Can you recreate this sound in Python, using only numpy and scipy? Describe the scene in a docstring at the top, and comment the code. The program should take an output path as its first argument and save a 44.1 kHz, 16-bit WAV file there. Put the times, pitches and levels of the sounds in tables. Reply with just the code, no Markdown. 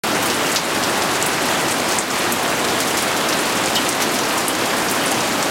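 """Steady rain on a forest garden, one microphone at the covered edge of a wooden deck.
From the start, far rain is a soft wash and nearer drops patter on leaves and stone. Big drips smack the
boards close by, each thrown back by the wall and the porch. The sharpest comes at 0.56 s; a limiter
ducks the rain after it and after later hard hits. At about 3.8, 4.5 and 5 s a drip pings on thin metal."""
import sys
import numpy as np
from scipy import signal
from scipy.fft import rfft, irfft
from scipy.io import wavfile
from scipy.ndimage import uniform_filter1d, minimum_filter1d

SR = 44100
rng = np.random.default_rng(int(sys.argv[2]) if len(sys.argv) > 2 else 0)


def master_out(mix):
    """Clip the mix to full scale and print it as 16-bit PCM to the path in sys.argv[1]."""
    frames = np.transpose(np.atleast_2d(mix))
    ceiling = np.clip(frames, -1, 1)
    pcm = np.round(ceiling * 32767).astype(np.int16)
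    wavfile.write(sys.argv[1], SR, pcm)


N = 242550

# big drips close to the microphone, ahead of the limiter:
# (time [s], peak level [dB], centre [Hz], width [octaves], starting rms of spray and porch tail [dB])
CLOSE_DRIPS = [ (.225, -10, 7500, 0.76, -24), (.259, -7, 8500, .6, -23.5), (0.301, -4, 5400, .65, -24),
               (.518, -9, 7500, .4, -25), (.5505, -6, 7700, .4, -43), (.5606, 2.5, 4200, 0.53, -13.5),
               (0.8368, -8, 4900, .35, -25), (1.022, -6, 5200, 0.45, -27), (1.226, -1, 7800, 0.3, -29),
               (1.2632, -3, 9700, 0.37, -25), (1.7117, -8, 8150, .25, -23), (1.8882, -8, 6100, .7, -26),
               (1.92, -6, 5800, .7, -26), (1.9873, 2, 7350, 0.21, -18), (2.1045, -8, 5560, 0.28, -26),
               (2.3228, 0.6, 9300, 0.38, -22.5), (2.804, -3, 6500, .65, -22.5),
               (2.8723, -11, 6200, .5, -23.5), (2.973, -6, 7600, .6, -23), (3.025, -4, 8000, .6, -29),
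               (3.2874, -7, 6200, 0.53, -21.5), (3.3271, -6, 4460, .3, -24), (3.6592, -4, 7100, .32, -28),
               (3.753, -6, 5000, .7, -18), (3.8908, 0, 7460, 0.41, -24), (4.001, -13, 3200, 0.65, -21),
               (4.022, -1, 6700, 0.72, -24), (4.1413, -14, 7500, .5, -25), (4.19, -4, 5700, 0.53, -32),
               (4.3785, -6, 8000, 0.49, -26), (4.4816, -1, 9500, 0.22, -23), (4.8857, -9, 5600, .25, -28),
               (4.913, -4, 9550, 0.29, -28), (5.06, -7.5, 8950, 0.16, -28), (5.2055, -10, 5800, 0.5, -30),
               (5.4277, -4, 5700, 0.54, -29)]
# drips on thin metal: (time [s], level added to every mode [dB])
METAL_HITS = [(3.761, 2.5), (4.498, -8.5), (5.012, -6)]
# modes of that metal: (frequency [Hz], level [dB], time to fall 60 dB [s])
METAL_MODES = [(2900, -22, .16), (2980, -18, 0.15), (3220, -24, 0.26), (3150, -24, .14),
               (3670, -20.5, 0.098), (7865, -27, .11)]
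# tone of the small drops in the middle distance: (frequency [Hz], relative level [dB])
PATTER_SPECTRUM = [(300, -20), (1000, -2.5), (2500, 0.5), (5000, -2.5), (8500, 0), (12000, -7),
                   (16000, -12)]
# tone of the far rain on the forest: (frequency [Hz], relative level [dB])
WASH_SPECTRUM = [(20, -29), (48, -22.5), (62, -20), (100, -10.5), (160, -6.5), (250, -1.5), (325, 0.5),
                 (420, -3.5), (750, -2.5), (1300, -5.5), (3000, -12), (8000, -20), (12000, -25),
                 (16000, -32.5)]
# slow swell of the rain, applied as a share of its swing about the mean: (time [s], level [dB])
RAIN_SWELL = [(4.15, -25.5), (4.44, -26.5), (5.35, -25)]

# lesser drips are drawn between these limits: (lowest, highest)
LESSER_PEAK_DB, LESSER_SPRAY_DB = (-19, -11.5), (-33, -29.5)
LESSER_HZ, LESSER_OCTAVES = (4500, 9650), (0.18, .6)
PORCH_T60_S = .135
MIC_OPENS_S, BAND_LIMIT_HZ = .036, 16100


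def big_drips():
    """Heavy drips smack the boards close to the microphone."""
    out = np.zeros(N)
    for time_s, *settings in CLOSE_DRIPS:
        add(out, time_s, drip(*settings))
    return out


def drip(peak_db, hz, octaves, spray_db, wall_db=-5, wall_s=0.0033, board_db=-11, board_s=.0017):
    """One drip: a sharp smack, quick echoes off boards and wall, and a tail of the same colour."""
    smack = impact(hz, octaves)
    board_jitter, wall_jitter = rng.uniform(-1, 1, 2)
    direct = amp(peak_db) * smack
    out = amp(spray_db) * signal.fftconvolve(spray_tail(PORCH_T60_S), smack / np.linalg.norm(smack))
    add(out, 0, direct)
    add(out, board_s + 0.00089 * board_jitter, amp(board_db) * direct)
    add(out, wall_s + 0.00039 * wall_jitter, amp(wall_db) * direct)
    return out


def impact(hz, octaves, snap_db=-13, snap_octaves=0.8, ripple_db=2.0, size=256):
    """A drop lands, peak 1: a sudden start and a few cycles around hz, coloured by the spot it hits."""
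    f = np.fft.rfftfreq(size, 1 / SR) + 1
    body = np.exp(-(np.log2(f / hz) / (2 * octaves)) ** 2) / np.hypot(1, (f / (1.8 * hz)) ** 3)
    # hard spots ring little and add a snap at the very top
    snap = amp(snap_db) * (octaves / snap_octaves) ** 2 * (0.16 + f / (f + 7000))
    spot = unit(np.convolve(rng.standard_normal(len(f)), np.hanning(11), "same"))
    gain = (body + snap) * amp(ripple_db * spot)
    log_gain = np.log(np.r_[gain, gain[-2:0:-1]])
    minimum_phase = np.exp(np.conj(signal.hilbert(log_gain)))  # nothing sounds before the hit
    pulse = np.fft.ifft(minimum_phase).real
    return pulse / abs(pulse).max()


def spray_tail(t60_s, hold_s=0.0049, grain_db=5.0, size=8000):
    """Spray and scattered echoes: grainy noise that holds for a moment, then dies."""
    t = np.arange(size) / SR
    noise, grain = rng.standard_normal((2, size))
    rise = 1 - np.exp(-t / 0.00048)
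    fade = np.exp(-np.log(1000) * np.maximum(t - hold_s, 0) / t60_s)
    return unit(noise * amp(grain_db * grain)) * rise * fade


def lesser_drips(per_s=15):
    """Lighter drips land at random all over the deck, each with its own size and pitch."""
    out = np.zeros(N)
    low, high = np.transpose([(0, N / SR), LESSER_PEAK_DB, LESSER_HZ, LESSER_OCTAVES, LESSER_SPRAY_DB])
    for _ in range(round(per_s * N / SR)):
        time_s, *settings = rng.uniform(low, high)
        add(out, time_s, drip(*settings))
    return out


def metal_pings(rise_s=0.0016):
    """Thin metal, struck by a drip, rings briefly in a cluster of close modes."""
    t, out = np.arange(SR // 2) / SR, np.zeros(N)
    rise = 1 - np.exp(-t / rise_s)
    for time_s, hit_db in METAL_HITS:
        for hz, mode_db, t60_s in METAL_MODES:
            ring = np.sin(2 * np.pi * (hz * t + rng.random()))
            fade = np.exp(-np.log(1000) * t / t60_s)
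            add(out, time_s, amp(hit_db + mode_db) * ring * rise * fade)
    return out


def patter(level_db=-29.5, per_s=700, spread_db=3.5, largest_db=16, echo_db=-1.5, surfaces=36):
    """Middle distance: small drops on leaves, stone and wood, each surface with its pitch and echoes."""
    out = np.zeros(N)
    for hz in np.geomspace(1300, 14000, surfaces):
        lands = rng.random(N) < per_s / surfaces / SR
        sizes = amp(np.minimum(spread_db * rng.exponential(1, N), largest_db))
        path_to_mic = spray_tail(t60_s=0.064)
        path_to_mic *= amp(echo_db) / np.linalg.norm(path_to_mic)
        path_to_mic[0] += rng.choice([-1, 1])  # the direct sound
        drop = signal.fftconvolve(path_to_mic, unit(impact(hz, octaves=0.42)))
        out += signal.oaconvolve(lands * sizes, drop)[:N]
    return amp(level_db) * unit(coloured(out, PATTER_SPECTRUM))


def far_wash(level_db=-19.5, patch_depth=1.04, flicker_depth=.5):
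    """Far off in the forest, countless drops merge into noise with drifting patches and a flicker."""
    framing = dict(fs=SR, nperseg=512, noverlap=384)
    hz, _, frames = signal.stft(rng.standard_normal(N), **framing)
    across_bands = uniform_filter1d(rng.standard_normal(frames.shape), size=14, axis=0)
    patches = unit(uniform_filter1d(across_bands, size=16, axis=1))
    flicker = unit(uniform_filter1d(rng.standard_normal(frames.shape[1]), size=10))
    nearness = hz / (hz + 900)  # treble comes from nearer, so it is less even
    frames *= amp(nearness[:, None] * (patch_depth * patches + flicker_depth * flicker))
    noise = signal.istft(frames, **framing)[1][:N]
    return amp(level_db) * unit(coloured(noise, WASH_SPECTRUM))


def coloured(x, spectrum):
    """Filters a signal by a spectrum table, read on a log-frequency axis."""
    hz, db = np.transpose(spectrum)
    bin_hz = np.fft.rfftfreq(len(x), 1 / SR)
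    gain_db = np.interp(np.log(bin_hz + 1), np.log(hz + 1), db)
    return irfft(rfft(x) * amp(gain_db), len(x))


def amp(db):
    """Decibels to gain."""
    return 10 ** (np.asarray(db) / 20)


def unit(x):
    """Scales to rms 1."""
    return x / np.sqrt(np.mean(x ** 2) + 1e-20)


def add(mix, time_s, sound):
    """Adds a sound to the mix at time_s."""
    part = mix[max(round(time_s * SR), 0):][:len(sound)]
    part += sound[:len(part)]


def scene(swell_share=0.41):
    """At the deck's edge: drips in front, wash and patter swelling slightly behind, all in mono."""
    times_s, db = np.transpose(RAIN_SWELL)
    swell = amp(swell_share * np.interp(np.arange(N) / SR, times_s, db - np.mean(db)))
    rain = swell * (far_wash() + patter())
    mono = rain + big_drips() + metal_pings() + lesser_drips()
    return np.array([mono, mono])


def record(dry, ceiling_db=-0.8, hold_s=0.1, recovery_db_per_s=45):
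    """The microphone opens; a peak limiter ducks at once, holds and recovers; the top treble is cut."""
    t = np.arange(N) / SR
    over_db = np.maximum(20 * np.log10(abs(dry).max(0) + 1e-9) - ceiling_db, 0)
    half_hold = round(hold_s * SR / 2)
    held_db = -minimum_filter1d(-over_db, 2 * half_hold + 1, origin=half_hold)
    duck_db = np.maximum.accumulate(held_db + recovery_db_per_s * t) - recovery_db_per_s * t
    limited = dry * amp(-duck_db) * (t >= MIC_OPENS_S)
    low_pass = signal.firwin(601, BAND_LIMIT_HZ, window=("kaiser", 10), fs=SR)
    return signal.oaconvolve(limited, low_pass[None], "same")


dry = scene()
out = record(dry)
master_out(out)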